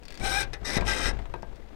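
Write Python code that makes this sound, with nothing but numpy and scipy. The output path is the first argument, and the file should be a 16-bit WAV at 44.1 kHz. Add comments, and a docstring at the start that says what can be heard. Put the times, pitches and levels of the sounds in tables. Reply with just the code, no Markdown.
"""A light knock and small metal creaks: a steel lawnmower takes the load as it is tipped onto its side
on a wooden table outdoors. Its edge sticks and slips over the boards in three scrapes and one brief
catch that ring the deck; a wheel squeals in the first scrape and the deck sings thinly in the last.
The mower knocks down on the boards and settles with faint ticks while the table top rumbles.
Only the left channel carries sound."""
import sys
import numpy as np
from scipy import signal
from scipy.fft import rfft, irfft
from scipy.io import wavfile
from scipy.ndimage import uniform_filter1d, map_coordinates

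SR = 44100
rng = np.random.default_rng(int(sys.argv[2]) if len(sys.argv) > 2 else 0)


def put_to_file(sound):
    """Save the sound as 16-bit audio at rate SR, in the file named by the first command-line argument."""
    columns = np.atleast_2d(sound).T  # one column per channel
    safe = np.clip(columns, -1, 1)
    whole_steps = np.round(safe * 32767)
    wavfile.write(sys.argv[1], SR, whole_steps.astype(np.int16))


N = 77175

# The steel deck's resonances. Each row: pitch in Hz, width in Hz, level in dB.
DECK_MODES = [(373, 73, -9), (519, 60, -10.5), (808, 135, -8.5), (1270, 255, -12), (1568, 122, -8.5),
              (2430, 140, -13.5), (3156, 150, -16.5), (3728, 240, -9), (4095, 98, -12), (5176, 610, -12),
              (5610, 320, -13), (6170, 470, -16), (8300, 730, -17.5), (10530, 830, -26.5)]
# The broad ring of sheet steel between them. Each row: frequency in Hz, level in dB.
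SHEET_COLOUR = [(100, -26.5), (400, -19.5), (1000, -21), (2600, -16.5), (4500, -24.5), (9500, -29.5),
                (12500, -35.5), (16000, -53)]
# The side panel, which rings more as the mower comes down on it.
# Each row: pitch in Hz, width in Hz, level in dB.
PANEL_MODES = [(1734, 320, -8.5), (2006, 265, -4.5)]
# One force envelope per stroke of the edge. Each row in it: time in seconds, level in dB.
STROKE_FORCES = [
    [(0.185, -56), (0.25, -29), (0.31, -29.5), (0.415, -27.5), (0.454, -58)],
    [(0.5305, -62), (0.5325, -28.5), (0.542, -33), (0.575, -80)],
    [(0.642, -53), (0.649, -31.5), (0.675, -29.5), (0.74, -29), (0.776, -26), (0.786, -48)],
    [(0.84, -54.5), (0.873, -25.5), (0.91, -26.5), (0.96, -30.5), (1.03, -29), (1.054, -25.5), (1.096, -30),
     (1.122, -58)],
]
# Each stroke's character. Each row: slips per second, scatter of their gaps (natural log),
# treble lift in dB at TREBLE_HZ, side panel gain in dB.
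STROKE_TONES = [(794.6, .15, 4, -5), (610.3, .3, -3, 4.5), (479, .35, 0.5, -0.5), (520, .4, -0.5, -1.5)]
TREBLE_HZ = 7460
FLEX_DEPTH_S, FLEX_PER_S = .00013, 28


def scraping():
    """The sliding edge shakes the deck: fast and even at first, then slower and rougher."""
    deck = np.hypot(resonances(DECK_MODES, order=2), colour(SHEET_COLOUR))
    panel = resonances(PANEL_MODES, order=2)
    out = np.zeros(N)
    for force, (rate_hz, scatter, treble_db, panel_db) in zip(STROKE_FORCES, STROKE_TONES):
        judder = level(force) * slips(force[0][0], force[-1][0], rate_hz, scatter)
        tilt = amp(treble_db * np.minimum(freqs() / TREBLE_HZ, 2))
        body = np.hypot(deck, amp(panel_db) * panel) * tilt
        out += ringing(convolve(judder, causal(body)), tail_db=-3)
    # The deck flexes as it slides, so its resonances wander.
    flexed_time = times() + FLEX_DEPTH_S * wobble(FLEX_PER_S)
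    return map_coordinates(out, [flexed_time * SR], order=5)


def slips(start, end, rate_hz, scatter, spread_db=2):
    """Stick and slip: uneven little jerks, rms 1 from start to end."""
    gaps, sizes = rng.standard_normal((400, 2)).T
    onsets = start + np.cumsum(np.exp(scatter * gaps)) / rate_hz
    jerks = [(s, db) for s, db in zip(onsets, spread_db * sizes) if s < end]
    return norm(contacts(jerks, t60=0.006)) * np.sqrt(abs(end - start) * SR)


# How long the steel rings on. Each row: frequency in Hz, seconds to fall by 60 dB.
RING_TIMES = [(300, 0.2), (1500, 0.13), (3500, 0.086), (8000, 0.039), (15000, 0.0052)]


def ringing(x, tail_db):
    """Blend in the dense after-ring of the mower's panels; the highs die first."""
    hz, t, spectrum = signal.stft(rng.standard_normal(SR // 2), SR, nperseg=256)
    fade = decay(t, along(RING_TIMES, hz)[:, None])
    tail = signal.istft(spectrum * fade, SR, nperseg=256)[1]
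    return (x + amp(tail_db) * convolve(x, norm(tail))) / np.hypot(1, amp(tail_db))


# The wheel's squeal. Each row: time in seconds, pitch in Hz, levels of harmonics 1, 2 and 3 in dB.
SQUEAL_PATH = [(0.21, 746.4, -52, -54, -48), (0.253, 789.4, -33, -32.5, -39.5),
               (0.311, 775, -35, -33.5, -44), (0.343, 780, -29.5, -31.5, -34),
               (0.379, 806, -30.5, -30.5, -33), (0.415, 788, -39.5, -29.5, -34),
               (0.435, 798, -46, -38.5, -44), (0.485, 800, -54, -56, -63)]
SQUEAL_JITTER, SQUEAL_VIBRATO = .013, .013  # shares of the pitch
VIBRATO_HZ = 42.8
FLUTTER_DB = 1.5  # per harmonic number: the overtones are the hoarsest


def squealing():
    """The wheel's slips lock into a hoarse tone that the table's sway bends."""
    s, hz, *harmonics = np.transpose(SQUEAL_PATH)
    sway = np.sin(2 * np.pi * VIBRATO_HZ * times() + wobble(9.7))
    phase = glide(s, hz, bend=SQUEAL_JITTER * wobble(260) + SQUEAL_VIBRATO * sway)
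    out = np.zeros(N)
    for k, db in enumerate(harmonics, 1):
        flutter = amp(k * FLUTTER_DB * wobble(169.9))
        out += level(np.c_[s, db]) * flutter * np.sqrt(2) * np.sin(k * phase)
    return out


# The metallic whine in the last scrape. Each row: time in seconds, pitch in Hz, level in dB.
SINGING_PATH = [(0.875, 1600, -39), (0.895, 1592, -28), (0.92, 1577, -26.5), (0.945, 1560, -37),
                (1.02, 1550, -46), (1.049, 1540, -38), (1.098, 1612, -36), (1.14, 1620, -58)]


def singing():
    """The sliding edge bows one mode of the deck into a thin, nearly pure ring."""
    s, hz, db = np.transpose(SINGING_PATH)
    phase = glide(s, hz, bend=.004 * wobble(260))
    return level(np.c_[s, db]) * np.sqrt(2) * np.sin(phase)


# The mower's hits on the boards. Each row: start in seconds, strength of the low thump,
# of the wood and of the contact crack in dB, pitch of the struck spot in Hz.
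HITS = [(0.0258, -45, -20.5, -27.5, 400), (0.211, -21, -12, -46, 390), (0.255, -21, -7.5, -17, 426),
        (0.617, -13, -14, -45, 370), (0.692, -18, -5, -33, 505), (0.768, 8.5, -2.5, -9, 215),
        (0.776, 0.5, -4.5, -9.5, 550), (0.783, -16, -3, -27, 730), (0.811, -3, -12, -8.5, 694),
        (0.8219, -1.5, -3.5, -30, 1006), (1.056, -6.5, -9.5, -23, 764), (1.1899, -34, -13, -18.5, 770),
        (1.2559, -32, -17.5, -19, 644), (1.339, -10, -2.5, -12.5, 918), (1.429, -11, -8.5, -29, 852)]
# The boards' woody resonances. Each row: pitch in Hz, width in Hz, level in dB.
BOARD_MODES = [(347, 22, -3), (526, 55, 1), (619, 52, -2), (713, 37, -1.5), (1590, 20, -2.5),
               (1840, 120, -14.5)]
# The tone of the deep thump and of the hard crack. Each row: frequency in Hz, level in dB.
THUMP_EQ = [(5, -37), (20, -5), (45, 4), (80, -8), (115, -0.5), (138, -10.5), (172, 5), (290, -11),
            (600, -22.5), (2000, -73)]
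CRACK_EQ = [(300, -26), (1000, -3.5), (2500, -6), (3200, -12), (5000, -23.5), (9000, -28), (16000, -73)]
WOOD_LAG_S = 0.001963  # the boards answer just after the contact
SPOT_DB, SPOT_T60_S = -5, .025  # the struck spot's clack; its level follows the wood's strength


def knocking():
    """Each blow pushes the table, rings the boards and the struck spot, and cracks at the contact."""
    s, thump_db, wood_db, crack_db, spot_hz = np.transpose(HITS)
    thump = -convolve(impulses(s, thump_db), causal(colour(THUMP_EQ)))
    late = s + WOOD_LAG_S
    blows = 0.64 * (impulses(late, wood_db) + contacts(zip(late, wood_db), t60=0.036))
    boards = resonances(BOARD_MODES) / (1 + (freqs() / 2200) ** 2)  # dull above 2200 Hz
    wood = convolve(blows, causal(boards))
    t = np.arange(SR // 8) / SR
    for at, db, hz in zip(late, wood_db, spot_hz):
        clack = norm(np.sin(2 * np.pi * hz * t) * decay(t, SPOT_T60_S))
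        wood[round(at * SR):][:len(t)] += amp(db + SPOT_DB) * clack
    crack = convolve(contacts(zip(s, crack_db), t60=0.019), causal(colour(CRACK_EQ)))
    return thump + ringing(wood + crack, tail_db=-9)


# The deck's creaks and snaps under load. Each row: start in seconds, relative level in dB.
CREAK_CUES = [(0.034, -46.5), (0.0544, -39.5), (0.0824, -38), (0.1056, -37), (0.124, -38.5), (0.143, -40),
              (0.154, -39.5), (0.175, -37.5), (0.1986, -38), (0.429, -30), (0.4331, -31), (0.8094, -34),
              (1.424, -45.5), (1.559, -50), (1.566, -56)]
# Their bright tone, shared by the ticks. Each row: frequency in Hz, level in dB.
CREAK_EQ = [(200, -13), (1000, -10), (2000, 0.5), (2800, -5), (4000, -1.5), (5400, -4), (7200, -11.5),
            (8600, -9), (12000, -18.5), (16000, -25)]
CREAK_GAIN_DB, CREAK_T60_S = 19, 0.0075  # for creaks and ticks alike
SETTLE_FROM_S, TICKS_PER_S = 1.12, 48
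TICK_DB, TICK_SPREAD_DB, TICK_FADE_DB_PER_S = -60, 5.5, 23


def creaking():
    """The loaded deck gives in single bright slips; loose parts tick as the mower settles."""
    gaps, sizes = rng.standard_normal((26, 2)).T
    elapsed = np.cumsum(np.exp(0.55 * gaps)) / TICKS_PER_S
    tick_s = SETTLE_FROM_S + np.minimum(elapsed, 1)
    tick_db = TICK_DB + TICK_SPREAD_DB * sizes - TICK_FADE_DB_PER_S * elapsed
    snaps = impulses(*np.transpose(CREAK_CUES))
    grit = 0.47 * contacts(CREAK_CUES, CREAK_T60_S)
    ticks = contacts(zip(tick_s, tick_db), CREAK_T60_S)
    steel = convolve(snaps + grit + ticks, causal(colour(CREAK_EQ)))
    return amp(CREAK_GAIN_DB) * ringing(steel, tail_db=-0.5)


# The load rolling over the table. Each row: time in seconds, relative levels of sway and grind in dB.
ROLLING_LOAD = [(0, -57, -58.5), (0.189, -64, -50.5), (0.212, -30, -39), (0.3, -35.5, -43),
                (0.5, -37.5, -48.5), (0.595, -47, -50.5), (0.62, -36, -45.5), (0.74, -44.5, -38),
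                (0.785, -27, -35), (0.88, -30, -38), (1.0, -39.5, -42), (1.061, -27.5, -36),
                (1.169, -31, -41), (1.25, -39, -51.5), (1.599, -47, -53.5), (1.75, -53, -51)]
# The tone of the deep sway and of the gritty grind. Each row: frequency in Hz, level in dB.
SWAY_EQ = [(10, -9), (28, -11), (39, -2), (46, 1.5), (54, -5), (70, -21.5), (110, -14.5), (150, -29),
           (1000, -79)]
GRIND_EQ = [(40, -26), (110, 0), (250, -0.5), (380, 0), (750, -6.5), (1100, -12.5), (2000, -16),
            (4000, -26.5), (8000, -38.5), (16000, -90)]
RUMBLE_GAIN_DB, GRIND_FLICKER_DB = 3.5, 3.13


def table_rumble():
    """The top sways at its low resonance while the wheels grind on the grain."""
    s, sway_db, grind_db = np.transpose(ROLLING_LOAD)
    sway = noise(SWAY_EQ)
    swells = np.sqrt(np.abs(uniform_filter1d(sway ** 2, size=1400)))
    sway = unit(sway / swells)  # evened out, so the load shapes its level
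    grind = unit(noise(GRIND_EQ) * amp(GRIND_FLICKER_DB * wobble(120)))
    return amp(RUMBLE_GAIN_DB) * (level(np.c_[s, sway_db]) * sway + level(np.c_[s, grind_db]) * grind)


# The outdoor bed. Each row: frequency in Hz, relative level in dB.
AIR_EQ = [(30, 8.5), (100, -11), (500, -16), (1100, -31.5), (3900, -35), (5000, -40), (15500, -50)]


def outdoor_air(db=-42):
    """A steady low rumble with a trace of hiss."""
    return amp(db) * noise(AIR_EQ)


def amp(db):
    return 10 ** (np.asarray(db) / 20)


def unit(x):
    """Scale to rms 1."""
    return x / np.sqrt(np.mean(x ** 2) + 1e-20)


def norm(x):
    """Scale to energy 1."""
    return x / np.sqrt(np.sum(x ** 2) + 1e-20)


def along(points, hz):
    """Interpolate (Hz, value) points on a log axis."""
    f, values = np.transpose(points)
    return np.interp(np.log(hz + 1), np.log(f + 1), values)


def times():
    return np.arange(N) / SR


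def freqs():
    return np.fft.rfftfreq(2 * N, 1 / SR)


def level(rows):
    """Gain per sample from (s, dB) rows, silent outside them."""
    s, db = np.transpose(rows)
    return amp(np.interp(times(), s, db)) * (times() >= s[0]) * (times() <= s[-1])


def decay(t, t60):
    """A fade of 60 dB every t60 seconds."""
    return np.exp(-np.log(1000) * t / t60)


def wobble(rate):
    """A smooth random curve, rate knots a second."""
    return map_coordinates(rng.standard_normal(int(N * rate / SR) + 4), [times() * rate])


def glide(s, hz, bend):
    """Phase of a sliding tone, bent by a share of its pitch."""
    return 2 * np.pi * np.cumsum(np.interp(times(), s, hz) * (1 + bend)) / SR


def filtered(x, response):
    return irfft(rfft(x, 2 * N) * response)[:N]


def convolve(x, h):
    return signal.fftconvolve(x, h)[:N]


def causal(gain):
    """Minimum-phase impulse response of energy 1, shaped by the given magnitude."""
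    cepstrum = irfft(np.log(np.maximum(gain, 1e-6)))
    cepstrum[1:N] *= 2
    cepstrum[N + 1:] = 0
    return norm(irfft(np.exp(rfft(cepstrum)))[:N // 2])


def colour(points):
    return amp(along(points, freqs()))


def resonances(modes, order=1):
    """Magnitude of a set of (Hz, width, dB) resonances; a higher order gives steeper flanks."""
    f = freqs()
    power = 0
    for hz, width, db in modes:
        peak = (f * width) ** 2 / ((hz * hz - f * f) ** 2 + (f * width) ** 2)
        power += amp(db) ** 2 * peak ** order
    return np.sqrt(power)


def noise(points):
    return unit(filtered(rng.standard_normal(N), colour(points)))


def impulses(s, db):
    """One sharp push at each time."""
    return np.bincount(np.round(s * SR).astype(int), amp(db), N)


def contacts(rows, t60):
    """A fresh, dying puff of noise for each (s, dB) row."""
    t = np.arange(SR // 16) / SR
    out = np.zeros(N + SR)
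    for s, db in rows:
        puff = norm(rng.standard_normal(len(t)) * decay(t, t60))
        out[max(round(s * SR), 0):][:len(t)] += amp(db) * puff
    return out[:N]


def scene():
    """Mower, table and air on the left; silence on the right."""
    mower = scraping() + squealing() + singing() + creaking() + knocking()
    return np.array([mower + table_rumble() + outdoor_air(), np.zeros(N)])


TOP_HZ = 15850


def record(dry):
    """A hard high cut removes everything above TOP_HZ."""
    return np.array([filtered(channel, freqs() < TOP_HZ) for channel in dry])


dry = scene()
out = record(dry)
put_to_file(out)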